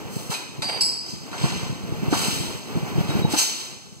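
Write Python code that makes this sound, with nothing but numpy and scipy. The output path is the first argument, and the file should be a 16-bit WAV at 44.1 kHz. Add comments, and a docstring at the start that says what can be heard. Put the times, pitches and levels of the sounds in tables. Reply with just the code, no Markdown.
"""A small bottle filling machine rushes unevenly in a hard-walled workshop, its air line leaking faintly.
First come hisses of gas from its valves, puffs of air on the microphone and a knock (filtered noise, short tones).
Next a glass bottle clinks (ringing modes) and scrapes (rough noise) into its holder. Later come more knocks,
hisses, short metal pings (fading sines) and crowded puffs. The two microphone ports answer in opposite polarity."""
import sys
import numpy as np
from scipy import signal
from scipy.fft import rfft, irfft, next_fast_len
from scipy.io import wavfile
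from scipy.ndimage import map_coordinates

SR = 44100
rng = np.random.default_rng(int(sys.argv[2]) if len(sys.argv) > 2 else 0)


def bounce(signal):
    """Save signal as a 16-bit WAV file at the path given by the first command-line argument."""
    frames = np.transpose(np.atleast_2d(signal))
    limited = np.clip(frames, -1, 1)
    pcm = np.round(limited * 32767).astype(np.int16)
    wavfile.write(sys.argv[1], SR, pcm)


N = 176400  # samples, 4 s


def amp(db):
    """Decibels to gain."""
    return 10 ** (np.asarray(db) / 20)


def unit(x):
    """The sound scaled to rms 1."""
    return x / np.sqrt(np.mean(x ** 2) + 1e-20)


def along(points, hz):
    """Read a table of (f/Hz, value) at any frequency, on a log axis."""
    f, value = np.transpose(points)
    return np.interp(np.log(hz + 1), np.log(f + 1), value)


def since(s):
    """Seconds passed since time s, zero before it."""
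    return np.maximum(np.arange(N) / SR - s, 0)


def curve(rows):
    """Join (t/s, value) points by straight lines, one value per sample."""
    return np.interp(since(0), *np.transpose(rows))


def wobble(rate):
    """A smooth random curve with a given number of random points a second."""
    points = rng.standard_normal(int(N * rate / SR) + 4)
    return map_coordinates(points, [np.arange(N) * rate / SR], order=2)


def filtered(x, response):
    """Change each frequency of x by the gain and phase that response gives for it."""
    size = next_fast_len(N + 8192)
    hz = np.fft.rfftfreq(size, 1 / SR)
    return irfft(rfft(x, size) * response(hz), size)[..., :N]


def noise(spectrum):
    """Two unrelated noises of rms 1, coloured by a table of (f/Hz, level/dB)."""
    return unit(filtered(rng.standard_normal((2, N)), lambda hz: amp(along(spectrum, hz))))


def swell(start, rise, hold, release_db_per_s):
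    """A loudness shape: straight rise, hold, then an even fall in dB."""
    fall = amp(-release_db_per_s * since(start + rise + hold))
    return np.minimum(since(start) / rise, 1) * fall


# how alike left and right are: (f/Hz, likeness 0 to 1)
LEFT_RIGHT_LIKENESS = [(100, 1), (250, 0.52), (500, 0.67), (750, 0.9), (1050, 1), (1500, 0.75), (1800, .8),
                       (2900, 0.84), (3400, 1), (3600, 1), (3850, 1), (4600, 0.8), (5400, 0.83),
                       (6200, 0.53), (7150, 0.91), (8200, .65), (9000, 0.033), (15000, 0.035)]


def spread(pair):
    """Mix two unrelated signals into left and right, as alike at each frequency as the table says."""
    def mix(hz):
        angle = np.arccos(np.clip(along(LEFT_RIGHT_LIKENESS, hz), 0, 1)) / 2
        return np.array([np.cos(angle), np.sin(angle)])
    common, apart = filtered(pair, mix)
    return np.array([common + apart, common - apart])


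# time the room takes to fade by 60 dB: (f/Hz, t60/s)
ROOM_FADE = [(150, 0.28), (500, 0.43), (1500, 0.9), (4000, 0.97), (8000, 0.7), (14000, 0.39)]


def workshop(x, room_db):
    """Add the room's tail, fading noise that lasts longest between about 1.5 and 4 kHz."""
    hz, t, grains = signal.stft(rng.standard_normal((2, SR)), SR, nperseg=256)
    fading = grains * amp(-60 * t / along(ROOM_FADE, hz)[:, None])
    tail = signal.istft(fading, SR, nperseg=256)[1]
    tail = tail / np.linalg.norm(tail[0])
    wet = signal.fftconvolve(np.atleast_2d(x), tail, axes=1)[:, :N]
    direct = spread(x) if x.ndim == 2 else x
    return (direct + amp(room_db) * spread(wet)) / np.hypot(1, amp(room_db))


# ringing modes of the bottle: (f/Hz, relative level struck at foot/dB, same struck at neck/dB, t60/s)
GLASS_MODES = [(4574, 0, 0.5, 0.39), (4660, -10, 0, 0.33), (4764, 6, -7, 0.75), (5110, -28, -10, .45),
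               (5160, -26, 1, 0.25), (5050, -17, -0.5, 0.27), (4990, -20, 0.5, 0.26), (5630, -26, -7, 0.12),
               (8070, -31, -7, 0.28), (7910, -19, -1.5, 0.31), (8480, -7, -13, 0.13), (8800, -7, -22, 0.14),
               (10420, -30, -7.5, 0.35), (10900, -12, -7, .2), (13700, -32, -18, .14)]
# glass contacts: (t/s, relative level/dB, place: 0 foot to 1 neck)
GLASS_CONTACTS = [(.622, -33, 0), (.642, -35.5, 0), (.675, -34, 0.48), (.692, -30, 0.036), (.713, -32, 0),
                  (.807, -22, 1), (.812, -29.5, 0.9), (.827, -38, 0.19)]
CLINK_SCATTER_DB = 3  # random spread of each mode's level
GLASS_ATTACK_S, GLASS_ROOM_DB = 0.00078, -1
BLUR_DB, BLUR_T60_S, BLUR_RATE_PER_S = 3, 0.22, 420  # level is relative to the clean tone
FOOT_BLUR_DB = -6  # blur at the foot relative to the neck: the foot rings cleaner


def bottle():
    """Each contact rings the glass, blurred at first; the place struck sets how loud each mode is."""
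    ring = np.zeros(N)
    t = np.arange(SR // 2) / SR
    onset = 1 - np.exp(-t / GLASS_ATTACK_S)
    knots = np.arange(1024)
    for s, db, place in GLASS_CONTACTS:
        blur_db = BLUR_DB + (0.5 - place) * FOOT_BLUR_DB
        for hz, foot_db, neck_db, t60 in GLASS_MODES:
            mode_db = (1 - place) * foot_db + place * neck_db
            level_db = db + mode_db + CLINK_SCATTER_DB * rng.standard_normal()
            # a random drift in strength and phase smears the tone into close neighbours
            drift = [1, 1j] @ rng.standard_normal((2, len(knots)))
            blur = np.interp(t * BLUR_RATE_PER_S, knots, drift)
            clean = np.exp(2j * np.pi * rng.random())
            voice = amp(-60 * t / t60) * clean / 2
            voice = voice + amp(blur_db - 60 * t / BLUR_T60_S) * blur / 2
            tone = (voice * np.exp(2j * np.pi * hz * t)).imag
            ring[round(s * SR):][:len(t)] += amp(level_db) * onset * tone
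    return workshop(ring, GLASS_ROOM_DB)


# colour of the scrape: (f/Hz, level/dB)
SCRAPE_COLOUR = [(200, -18), (500, 1), (800, 5.5), (1300, -5.5), (1900, 0.5), (2600, -0.5), (4000, -5),
                 (6500, -21), (9500, -35), (15000, -26)]
SLIDE_S, SLIDE_RISE_S, SLIDE_HOLD_S = 0.658, 0.03, 0.096
SLIDE_DB, SLIDE_RELEASE_DB_PER_S = -34, 217
KNOCK_ROOM_DB = -5  # room level, shared with the clanks and rattles


def slide(rough_db=5, slip_rate=130):
    """The bottle's foot scrapes into the holder in small slips, heard as noise of uneven level."""
    stroke = swell(SLIDE_S, SLIDE_RISE_S, SLIDE_HOLD_S, SLIDE_RELEASE_DB_PER_S)
    scrape = unit(noise(SCRAPE_COLOUR) * amp(rough_db * wobble(slip_rate)))
    return workshop(amp(SLIDE_DB) * stroke * scrape, KNOCK_ROOM_DB)


# knocks of holder, lever and valves: (t/s, thud level/dB, clank level/dB, rattle level/dB)
KNOCK_TIMES = [(.311, -45, -24, -32.5), (0.337, -45, -57, -24), (0.62, -45, -26.5, -23),
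               (.684, -48, -34, -32), (0.809, -44, -51, -28), (1.314, -30, -40, -40),
               (1.328, -40, -26.5, -48), (1.439, -27, -29.5, -38), (2.119, -34, -24, -49),
               (2.126, -5, -20.5, -32), (2.763, -16, -45, -40), (3.097, -38, -29, -33),
               (3.161, -69, -34, -38), (3.336, -9, -22.5, -28), (3.362, -17, -45, -28)]
# colour of the sheet metal: (f/Hz, level/dB)
CLANK_COLOUR = [(150, -35), (420, -5), (530, -6), (700, 1.5), (860, 1.5), (1030, -3.5), (1220, -3),
                (1600, -3.5), (3000, -24.5), (8000, -57)]
# colour of the small parts: (f/Hz, level/dB)
RATTLE_COLOUR = [(600, -40), (1700, 1), (2000, 0), (2450, 5), (3000, -5.5), (3800, 5.5), (5300, -2),
                 (8000, -5), (10000, -10), (15000, -29)]
THUD_HZ, THUD_T60_S, THUD_ATTACK_S, THUD_ROOM_DB = 294, 0.038, 0.00078, -23
CLANK_T60_S, RATTLE_T60_S, CLANK_ATTACK_S = 0.14, 0.14, 0.0032


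def knocks():
    """Each blow gives a cabinet thud, a sheet-metal clank that builds up, and a rattle of small parts."""
    thud, clank, rattle = np.zeros((3, N))
    for s, thud_db, clank_db, rattle_db in KNOCK_TIMES:
        t = since(s)
        onset = 1 - np.exp(-t / THUD_ATTACK_S)
        build_up = 1 - np.exp(-t / CLANK_ATTACK_S)
        thud += onset * amp(thud_db - 60 * t / THUD_T60_S) * np.sin(2 * np.pi * THUD_HZ * t)
        clank += build_up * amp(clank_db - 60 * t / CLANK_T60_S)
        rattle += onset * amp(rattle_db - 60 * t / RATTLE_T60_S)
    metal = clank * noise(CLANK_COLOUR) + rattle * noise(RATTLE_COLOUR)
    return workshop(thud, THUD_ROOM_DB) + workshop(metal, KNOCK_ROOM_DB)


# metal parts that ring briefly: (t/s, f/Hz, level/dB, t60/s)
METAL_PINGS = [(.336, 2490, -34, .45), (.336, 2950, -39, .35), (2.126, 1220, -27, .12),
               (3.098, 3860, -28, 0.16), (3.098, 5240, -41, .12), (3.098, 2510, -41, .12),
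               (3.224, 3880, -28, 0.13), (3.25, 854, -21.5, 0.091), (3.34, 860, -21.5, 0.087)]
PING_ATTACK_S, PING_ROOM_DB = 0.0029, -6


def pings(chatter_db=3, chatter_rate=150):
    """Loose springs and valve parts ring as fading sines whose level chatters at random."""
    ring = np.zeros(N)
    for s, hz, db, t60 in METAL_PINGS:
        t = since(s)
        onset = 1 - np.exp(-t / PING_ATTACK_S)
        ring += amp(db - 60 * t / t60) * onset * np.sin(2 * np.pi * hz * t)
    return workshop(ring * amp(chatter_db * wobble(chatter_rate)), PING_ROOM_DB)


# gas vents: (t/s, rise/s, hold/s, level/dB, release/dB per s, tilt above 1 kHz/dB per octave,
#             level of the sharp edge relative to the jet/dB)
GAS_VENTS = [(0.078, 0.067, 0.091, -40.5, 120, 5, -7), (0.299, 0.012, 0.012, -29.5, 204, 1, -13),
             (1.024, 0.071, 0.027, -42.5, 107, 0.5, -0.5), (1.305, 0.12, 0.072, -31.5, 60, -4, -8.5),
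             (2.094, 0.094, 0.12, -26, 65.5, 0.4, -27), (2.099, .015, .03, -38.5, 200, -2, -2),
             (3.033, 0.018, 0.033, -37, 98, -5, -20), (3.29, 0.037, 0.037, -27, 170, 0.3, -23),
             (3.365, 0.023, 0.021, -21.5, 150, 2.5, -0.5), (3.548, 0.058, .04, -39.5, 128, -0.5, -9)]
# colour of the gas jet: (f/Hz, level/dB)
GAS_COLOUR = [(150, -60), (500, -18), (1000, -7), (1800, -5.5), (2700, -1.5), (4200, -1), (6300, -4),
              (8000, -3), (9800, -11.5), (15000, -15.5)]
# colour of the sharp edge, mostly 4-8 kHz: (f/Hz, level/dB)
EDGE_COLOUR = [(2500, -41), (3700, -12), (4200, 3), (5200, -1.5), (6250, 6), (7100, -0.5), (7900, 1.5),
               (9500, -42), (15000, -51)]
GAS_ROOM_DB = -4.5


def vents(flutter_db=1.5, flutter_rate=120):
    """Each valve lets off a jet of noise that rises, holds and dies away, sputtering a little."""
    gas, edge = noise(GAS_COLOUR), noise(EDGE_COLOUR)
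    jets = 0
    for s, rise, hold, db, release, tilt_db, edge_db in GAS_VENTS:
        jet = unit(filtered(gas, lambda hz: amp(tilt_db * np.log2(np.maximum(hz, 1000) / 1000))))
        jets = jets + amp(db) * swell(s, rise, hold, release) * (jet + amp(edge_db) * edge)
    return workshop(jets * amp(flutter_db * wobble(flutter_rate)), GAS_ROOM_DB)


# loudness of the running machine: (t/s, level/dB)
MACHINE_LEVEL = [(0, -38.5), (.28, -37.5), (.5, -44), (.8, -37), (.95, -44.5), (1.3, -42.5), (1.45, -34),
                 (1.8, -40), (2.1, -33), (2.4, -34.5), (2.6, -39), (2.9, -34), (3.15, -30), (3.35, -36),
                 (3.5, -42), (3.8, -49.5), (4, -54.5)]
# colour of the running machine: (f/Hz, level/dB)
MACHINE_COLOUR = [(40, -22), (120, -3.5), (250, 2.5), (400, 2), (600, -5.5), (900, -3.5), (1400, -10),
                  (1900, -10), (2700, -11), (4000, -16.5), (7500, -21), (9800, -32), (15000, -24)]
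# colour of a faint constant air leak: (f/Hz, level/dB)
LEAK_COLOUR = [(1500, -25), (3000, -1), (7000, 7), (9500, -5), (15000, -17)]
LEAK_DB = -51.5


def machine(waver_db=1.5, waver_rate=25):
    """The running machine is noise of uneven level; its leaking air line is a faint constant hiss."""
    level_db = curve(MACHINE_LEVEL) + waver_db * wobble(waver_rate)
    rush = noise(MACHINE_COLOUR) * amp(level_db)
    return spread(rush + amp(LEAK_DB) * noise(LEAK_COLOUR))


# air puffs on the microphone: (t/s, level/dB, f/Hz)
AIR_PUFFS = [(.168, -19.5, 152), (0.3, -22, 139), (0.594, -23.5, 150), (1.138, -29, 167),
             (1.443, -13.5, 153), (1.466, -22.5, 179), (1.635, -22, 126), (1.704, -23.5, 107),
             (1.924, -17.5, 127), (2.034, -17, 182), (2.085, -14.5, 134), (2.285, -17.5, 190),
             (2.758, -18, 131), (2.775, -14.5, 169), (2.833, -19.5, 167), (2.961, -16.5, 146),
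             (2.984, -11, 145.4), (3.009, -14.5, 142), (3.095, -18.5, 142), (3.155, -17, 169),
             (3.17, -15.5, 217), (3.195, -17, 125), (3.221, -19, 176), (3.25, -10.5, 139)]
# level of the draught as heard beneath the puffs, written to dip around some loud treble sounds: (t/s, level/dB)
DRAUGHT_LEVEL = [(0, -37), (.29, -35), (.36, -53), (.6, -36.5), (.77, -38), (.84, -44), (1.08, -45),
                 (1.15, -39.5), (1.3, -42), (1.45, -28.5), (1.8, -34), (2.05, -28), (2.48, -31.5),
                 (2.61, -40.5), (2.75, -34), (3.3, -25.5), (3.42, -47.5), (4, -46.5)]
# colour of the draught: (f/Hz, level/dB)
BUFFET_COLOUR = [(20, -28), (45, -15), (80, -6), (130, 0), (190, -1.5), (300, -14), (450, -18),
                 (800, -41.5), (2000, -70)]
# colour of the turbulence inside a puff: (f/Hz, level/dB)
TURBULENCE_COLOUR = [(25, -24), (70, -8), (150, -2), (280, -3), (420, -4.5), (650, -19.5), (1500, -50)]
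TURBULENCE_DB = -10.5  # relative to the puff
PUFF_CYCLES = 0.43  # half-length of a puff, in cycles of its pitch


def draught(lumpy_db=3.5, lump_rate=70, apart_db=-14):
    """Air buffets the microphone as lumpy low noise, with short puffs of low tone and turbulence on top."""
    common, apart = noise(BUFFET_COLOUR)
    side = amp(apart_db) * apart
    buffet = np.array([common + side, common - side])
    air = unit(buffet * amp(lumpy_db * wobble(lump_rate))) * amp(curve(DRAUGHT_LEVEL))
    turbulence = amp(TURBULENCE_DB) * spread(noise(TURBULENCE_COLOUR))
    for s, db, hz in AIR_PUFFS:
        cycles = np.clip((since(0) - s) * hz, -10, 10)
        thump = np.sqrt(2) * np.sin(2 * np.pi * cycles)
        air = air + amp(db) * (thump + turbulence) / np.cosh(cycles / PUFF_CYCLES)
    return air


def scene():
    """Glass, knocks, gas and machine sound in the room; the draught is right at the microphone."""
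    return bottle() + slide() + knocks() + pings() + vents() + machine() + draught()


# extra phase lead of the left port: (f/Hz, phase/rad)
LEFT_PORT_PHASE = [(100, -0.039), (200, -0.089), (300, -0.48), (600, -0.43), (900, -0.39), (1250, 0.22),
                   (1800, -0.11)]
PORT_LAG_S = .000557
TOP_HZ = 15650  # band limit


def record(dry):
    """The left port lags, the right is inverted, and nothing passes above the band limit."""
    def ports(hz):
        left = np.exp(1j * (along(LEFT_PORT_PHASE, hz) - 2 * np.pi * hz * PORT_LAG_S))
        right = -np.ones_like(hz)
        return np.array([left, right]) * (hz < TOP_HZ)
    return filtered(dry, ports)


dry = scene()
out = record(dry)
bounce(out)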